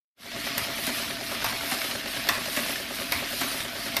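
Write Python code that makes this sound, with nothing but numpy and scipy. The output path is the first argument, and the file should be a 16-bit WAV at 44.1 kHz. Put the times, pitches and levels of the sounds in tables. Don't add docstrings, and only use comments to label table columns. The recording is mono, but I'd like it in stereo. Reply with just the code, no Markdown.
import sys
import numpy as np
from scipy import signal
from scipy.fft import rfft, irfft
from scipy.io import wavfile
from scipy.ndimage import uniform_filter1d

SR = 44100
rng = np.random.default_rng(int(sys.argv[2]) if len(sys.argv) > 2 else 0)


def wrap_up_sound(samples):
    columns = np.atleast_2d(samples).T
    tamed = np.clip(columns, -1, 1)
    steps = np.round(tamed * 32767).astype(np.int16)
    wavfile.write(sys.argv[1], SR, steps)


N = 176400
TIME = np.arange(N) / SR
SHORT = 12000

# t/s, strike level/dB, air spit level/dB, rattle level/dB, body f/Hz, body level/dB
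SEPARATOR_CLACKS = [(0.5798, -25, -22.5, -37, 1965, -28.5), (1.4436, -24, -25, -31, 997, -27),
                    (2.2886, -11.5, -22.5, -28, 1948, -22.5), (3.1212, -17, -24, -32, 2214, -23.5),
                    (3.967, -17, -21.5, -32.5, 2280, -30)]
# f/Hz, relative level/dB
PAPER_SPECTRUM = [(500, -43), (2000, -2.5), (4000, 4), (5500, 1), (7200, -5.5), (9800, 2), (13800, 1.5),
                  (16000, -6)]
# f/Hz, relative level/dB
CLICK_SPECTRUM = [(200, -6), (900, -4.5), (1800, 4), (4000, -4), (6500, -7), (14000, -40)]


def amp(db):
    return 10 ** (np.asarray(db) / 20)


def unit(x):
    return x / np.sqrt(np.mean(x ** 2) + 1e-20)


def read(points, hz):
    f, value = np.transpose(points)
    return np.interp(np.log(hz + 1), np.log(f + 1), value)


def over_time(points):
    return np.interp(TIME, *np.transpose(points))


def colour(x, spectrum):
    gain = amp(read(spectrum, np.fft.rfftfreq(len(x), 1 / SR)))
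    return unit(irfft(rfft(x) * gain, len(x)))


def add(mix, s, sound):
    part = mix[max(round(s * SR), 0):][:len(sound)]
    part += sound[:len(part)]


def wander(rate_hz):
    t = TIME[::SR // 450]
    hz = np.fft.rfftfreq(len(t), t[1])
    noise = rfft(rng.standard_normal(len(t)))
    slow = irfft(noise / (1 + (hz / rate_hz) ** 4), len(t))
    return np.interp(TIME, t, unit(slow))


def envelope(rise_s, t60):
    t = TIME[:SHORT]
    fall = np.exp(-np.log(1000) * np.maximum(t - rise_s, 0) / t60)
    return np.minimum(t / rise_s, 1) * fall


def burst(spectrum, rise_s, t60):
    return colour(rng.standard_normal(SHORT), spectrum) * envelope(rise_s, t60)


def ring(hz, rise_s, t60):
    return np.sin(2 * np.pi * hz * TIME[:SHORT]) * envelope(rise_s, t60)


def taps(per_s, spread_db, sound):
    out = np.zeros(N)
    for when, size, sign in rng.random((round(per_s * N / SR), 3)):
        strength = np.sign(sign - .5) * amp(spread_db * size)
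        add(out, when * N / SR, strength * sound)
    return out


def uneven_noise(spectrum, uneven_db):
    z = signal.stft(rng.standard_normal(N), nperseg=512, noverlap=384)[2]
    levels = uniform_filter1d(rng.standard_normal(z.shape), 14, 1)
    levels = unit(uniform_filter1d(levels, 4, 0))
    noise = signal.istft(z * amp(uneven_db * levels), nperseg=512, noverlap=384)[1][:N]
    return colour(noise, spectrum)


def shaft(turn_hz=9.432, knock_db=-37, vary_db=0.64, jitter_s=0.00068, fresh=0.67):
    # t/s, level/dB relative to knock_db
    turn_knocks = [(.021, -7), (.043, 1), (.073, -5.5), (.101, -13.5)]
    # t/s, f/Hz, level/dB, t60/s
    frame_modes = [(0.03397, 100, -49.5, 0.09), (.027, 242.3, -41.5, 0.078), (.083, 252, -37, 0.015),
                   (.052, 392, -42.5, 0.091), (0.068, 290, -43.5, 0.058), (.048, 257, -45, 0.062),
                   (.02, 650, -45.5, 0.076), (.042, 565, -38.5, 0.066)]
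    # f/Hz, relative level/dB
    knock_spectrum = [(60, -9.5), (170, 2.5), (250, 0.5), (450, -2.5), (620, 6), (900, -2.5), (2000, 0.5),
                      (4000, -27), (7000, -9.5), (14000, -34)]
    out = np.zeros(N)
    repeated = [burst(knock_spectrum, 0.0015, 0.05) for _ in turn_knocks]
    for turn_s in np.arange(0, N / SR, 1 / turn_hz):
        for (s, db), same in zip(turn_knocks, repeated):
            knock = np.sqrt(1 - fresh ** 2) * same + fresh * burst(knock_spectrum, 0.00055, 0.068)
            add(out, turn_s + s, amp(knock_db + db + vary_db * rng.normal()) * knock)
        for s, hz, db, t60 in frame_modes:
            level = amp(db + vary_db * rng.normal())
            add(out, turn_s + s + jitter_s * rng.normal(), level * ring(hz, 0.0039, t60))
    return out


def drive(flutter_db=2.5, waver_hz=7, gear_waver_hz=5.52, gear_flutter_db=1.5):
    # f/Hz, level/dB
    motor_tones = [(48.4, -63.5), (122.6, -61.5), (236, -57.5), (284, -56)]
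    # t/s, f/Hz, level/dB
    gear_whine = [(.3, 676, -56), (.58, 679, -51.5), (.85, 673.6, -52.5), (1.42, 676.4, -51),
                  (1.55, 658, -49.5), (1.701, 682, -49.5), (2.0, 648, -56.5), (2.29, 693, -50),
                  (2.35, 639, -56), (2.67, 690, -52), (2.95, 653, -56), (3.1, 681, -48.5), (3.24, 705, -54),
                  (3.32, 668, -57), (3.75, 678, -56.5), (3.95, 680, -49.5)]

    def tone(hz, db):
        return amp(db) * np.sqrt(2) * np.sin(2 * np.pi * np.cumsum(hz) / SR)

    out = np.zeros(N)
    top_hz = motor_tones[-1][0]
    for hz, db in motor_tones:
        waver = waver_hz * hz / top_hz * wander(13.8)
        out += tone(hz + waver, db + flutter_db * wander(7.6))
    s, whine_hz, whine_db = np.transpose(gear_whine)
    gear_hz = np.interp(TIME, s, whine_hz) + gear_waver_hz * wander(18.7)
    gear_db = np.interp(TIME, s, whine_db) + gear_flutter_db * wander(11)
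    return out + tone(gear_hz, gear_db)


def cycle_db(outer_cycle_s=0.84):
    # share of the cycle, paper hiss level/dB, whir level/dB
    cycle_levels = [(0, 0, -2), (.075, 2.5, 0), (.11, -2.5, -1), (.18, -2.5, -0.5), (.215, 0.5, -1),
                    (.27, 2, -2.5), (.335, 5, -1), (.39, 2, -2.4), (.48, 3, -0.5), (.6, -0.7, -1.5),
                    (.7, -8, -3), (.8, 0.3, -3), (.83, -1.5, -1), (.87, 1, 0), (.93, -4.5, -1.5),
                    (1, -1.5, -0.5)]
    starts = [row[0] for row in SEPARATOR_CLACKS]
    marks = [starts[0] - outer_cycle_s] + starts + [starts[-1] + outer_cycle_s]
    share = np.interp(TIME, marks, np.arange(len(marks))) % 1
    at, hiss, whir = np.transpose(cycle_levels)
    return np.interp(share, at, hiss), np.interp(share, at, whir)


def jingle(level_db=-41.0, t60=0.095, spread_db=11, count=80):
    # f/Hz, relative level/dB
    jingle_spectrum = [(300, -22), (700, -10), (1200, -3), (2000, -2), (2900, -2), (4000, -3), (5200, -3.5),
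                       (6200, -12), (8000, -24), (14000, -24)]
    pitches = np.linspace(750, 6000, count) * rng.uniform(.97, 1.03, count)
    parts = sum(taps(14, spread_db, ring(hz, 0.00077, t60)[:SR // 16]) for hz in pitches)
    return amp(level_db) * colour(parts, jingle_spectrum)


def chatter(level_db=-47.5, t60=0.064, spread_db=7, count=8):
    clicks = sum(taps(10, spread_db, burst(CLICK_SPECTRUM, 0.0011, t60)[:SR // 20])
                 for _ in range(count))
    return amp(level_db) * unit(clicks)


def crinkle(level_db=-43, t60=0.0067, spread_db=11, count=14):
    # f/Hz, relative level/dB
    crinkle_spectrum = [(400, -18), (1200, -0.5), (2200, 1), (4200, -0.5), (5500, -6), (7000, -22.5),
                        (14000, -26)]
    snaps = sum(taps(13, spread_db, unit(burst(crinkle_spectrum, 0.00033, t60)[:SR // 50]))
                for _ in range(count))
    return amp(level_db) * unit(snaps)


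def rollers(whir_db=-40.0, hiss_db=-41.0, uneven_db=3.0):
    # f/Hz, relative level/dB
    whir_spectrum = [(25, -37), (55, -6), (130, -3), (175, -4), (245, 3.5), (340, -3.5), (460, -6.5),
                     (570, 0), (660, 2.5), (850, -10.5), (1250, -4.5), (2000, 0), (2900, -1.5), (4000, -3),
                     (5200, -8), (6500, -12.5), (8000, -18.5), (14000, -22)]
    # t/s, level/dB
    mechanism_near = [(.4, -.5), (1.2, 0), (2.1, 0), (3, -1), (4, -1)]
    # t/s, level/dB
    paper_near = [(.4, -1.5), (2.1, 0), (2.5, 0.5), (3.4, 0), (4, -.5)]
    hiss_cycle, whir_cycle = cycle_db()
    whir = uneven_noise(whir_spectrum, uneven_db) * amp(whir_db + 0.37 * wander(30))
    mechanism = whir + jingle() + chatter() + crinkle()
    hiss_level = hiss_db + hiss_cycle + over_time(paper_near) + 0.37 * wander(42)
    hiss = uneven_noise(PAPER_SPECTRUM, uneven_db) * amp(hiss_level)
    return mechanism * amp(whir_cycle + over_time(mechanism_near)) + hiss


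def latches(ring_db=-1, ring_t60=0.047):
    # t/s, level/dB, ring f/Hz
    latch_ticks = [(.47, -35, 3750), (.78, -37, 2000), (1.105, -43, 2073), (1.317, -34, 1370),
                   (1.422, -33, 1480), (1.464, -31, 2600), (1.523, -34.5, 1610), (1.608, -34, 2140),
                   (1.8149, -29, 2210), (1.842, -36, 1830), (1.9102, -31, 4130), (2.1685, -34, 1580),
                   (2.458, -32, 1963), (2.634, -35, 2720), (2.6613, -32, 2380), (2.7572, -30, 1780),
                   (3.162, -36, 2300), (3.515, -33, 2050), (3.6029, -28.5, 3610), (3.8579, -38, 2580)]
    out = np.zeros(N)
    for s, db, hz in latch_ticks:
        tick = burst(CLICK_SPECTRUM, 0.0016, 0.026) + amp(ring_db) * ring(hz, 0.00038, ring_t60)
        add(out, s, amp(db) * tick)
    return out


def separator(bounce_s=.0085, bounce_db=-12, whistle_hz=13450, whistle_db=2, boom_db=-43,
              body_t60=0.039, pair=1.09, pair_db=-4):
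    # nominal f/Hz, level/dB relative to the strike, t60/s, delay/s
    arm_modes = [(1066, -12, 0.017, 0.006), (1730, -10, 0.006, 0.004), (2060, -8, 0.019, 0.00018),
                 (2630, -10, 0.018, 0.0049), (3140, -16.5, 0.012, .0003), (3760, -9, 0.014, 0.0016),
                 (4290, -8, 0.0077, 0), (4860, -10.5, 0.0072, .0002), (5620, -12.5, 0.0082, 0.00091)]
    # f/Hz, relative level/dB
    spit_spectrum = [(1000, -7.5), (4000, -2), (5500, -3.5), (7200, -9.5), (9000, -8), (12300, -6),
                     (13300, -13), (14200, -1.5)]
    # f/Hz, relative level/dB
    rattle_spectrum = [(40, -26), (110, -15), (250, -25), (520, -7), (850, 2.5), (1400, -0.5), (2000, 2.5),
                       (3200, -16), (5500, -6), (7500, -17), (14000, -13)]
    # f/Hz, relative level/dB
    boom_spectrum = [(30, -33), (75, -2), (115, 4), (170, -17), (400, -35), (2000, -60)]
    out = np.zeros(N)
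    for s, strike_db, spit_db, rattle_db, body_hz, body_db in SEPARATOR_CLACKS:
        for hz, db, t60, delay in arm_modes:
            mode = ring(hz * rng.uniform(0.93, 1.03), 0.0011, t60) * rng.choice([-1, 1])
            mode = amp(strike_db + db) * mode
            add(out, s + delay, mode)
            add(out, s + delay + bounce_s, amp(bounce_db) * mode)
        body = ring(body_hz, 0.001, body_t60)
        body += amp(pair_db) * ring(body_hz / pair, .002, body_t60)
        add(out, s + .001, amp(body_db) * body)
        add(out, s - .002, amp(spit_db) * burst(spit_spectrum, 0.0036, 0.029))
        add(out, s - .001, amp(spit_db + whistle_db) * ring(whistle_hz, 0.0012, 0.0084))
        add(out, s, amp(rattle_db) * burst(rattle_spectrum, 0.0026, .17))
        add(out, s, amp(boom_db) * burst(boom_spectrum, 0.045, 0.09))
    return out


def thumps(thud_hz=252, thud_delay_s=0.0082, contact_t60=0.034, tail_db=-5):
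    # t/s, clatter level/dB, thud level/dB, knock f/Hz, knock level/dB, paper slap level/dB
    arm_returns = [(.868, -30.5, -28, 642, -34, -27), (1.714, -29, -31, 759, -32, -35),
                   (2.566, -29, -28.5, 600, -34.5, -28), (3.409, -27, -29.5, 691, -33.5, -33)]
    # t/s after the first, level/dB relative to the clatter
    landing_contacts = [(0, -4), (.0055, -0.5), (.024, -3)]
    # f/Hz, relative level/dB
    clatter_spectrum = [(80, -25), (300, -11), (700, 3.5), (1100, 2.5), (1800, 7.5), (3800, -3),
                        (7000, -7.5), (13500, -15)]
    out = np.zeros(N)
    for s, clatter_db, thud_db, knock_hz, knock_db, slap_db in arm_returns:
        for delay, db in landing_contacts:
            add(out, s + delay, amp(clatter_db + db) * burst(clatter_spectrum, 0.00096, contact_t60))
        add(out, s, amp(clatter_db + tail_db) * burst(clatter_spectrum, 0.0067, 0.17))
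        add(out, s - .002, amp(slap_db) * burst(PAPER_SPECTRUM, 0.0019, 0.025))
        add(out, s, amp(knock_db) * ring(knock_hz, 0.0064, 0.081))
        add(out, s + thud_delay_s, amp(thud_db) * ring(thud_hz, 0.0032, 0.048))
    return out


def workshop(x, wet_db=-10):
    # f/Hz, t60/s
    room_t60 = [(100, 0.44), (1000, 0.71), (4000, 0.17), (14000, 0.11)]
    hz, t, z = signal.stft(rng.standard_normal(SR // 2), SR, nperseg=256)
    decay = amp(-60 * t / read(room_t60, hz)[:, None])
    tail = signal.istft(z * decay, SR, nperseg=256)[1]
    tail = tail * np.minimum(TIME[:len(tail)] / 0.0086, 1)
    return x + amp(wet_db) * signal.fftconvolve(x, tail / np.linalg.norm(tail))[:N]


def scene():
    # f/Hz, side level/dB relative to mid
    side_level = [(50, -27), (200, -33), (1500, -31), (2400, -31), (4300, -21.5), (8000, -22.5),
                  (14000, -24)]
    arm_and_latches = workshop(separator() + thumps() + latches())
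    mid = arm_and_latches + shaft() + drive() + rollers()
    scatter = rng.standard_normal(SHORT) * envelope(.001, .03)
    phase = np.exp(1j * np.angle(rfft(scatter, N)))
    side_gain = amp(read(side_level, np.fft.rfftfreq(N, 1 / SR)))
    side = irfft(rfft(mid) * phase * side_gain, N)
    return np.array([mid + side, mid - side]) * amp([[-.15], [.15]])


def record(dry, gain_db=-.8, edge_hz=14150):
    # t/s, level/dB
    fade_in = [(.15, -66), (.175, -28), (.21, -11), (.26, -4), (.32, 2.5), (.37, 4.5)]
    faded = dry * amp(gain_db + over_time(fade_in))
    low_pass = signal.firwin(1023, edge_hz, window=("kaiser", 8), fs=SR)
    return signal.oaconvolve(faded, low_pass[None], "same")


dry = scene()
out = record(dry)
wrap_up_sound(out)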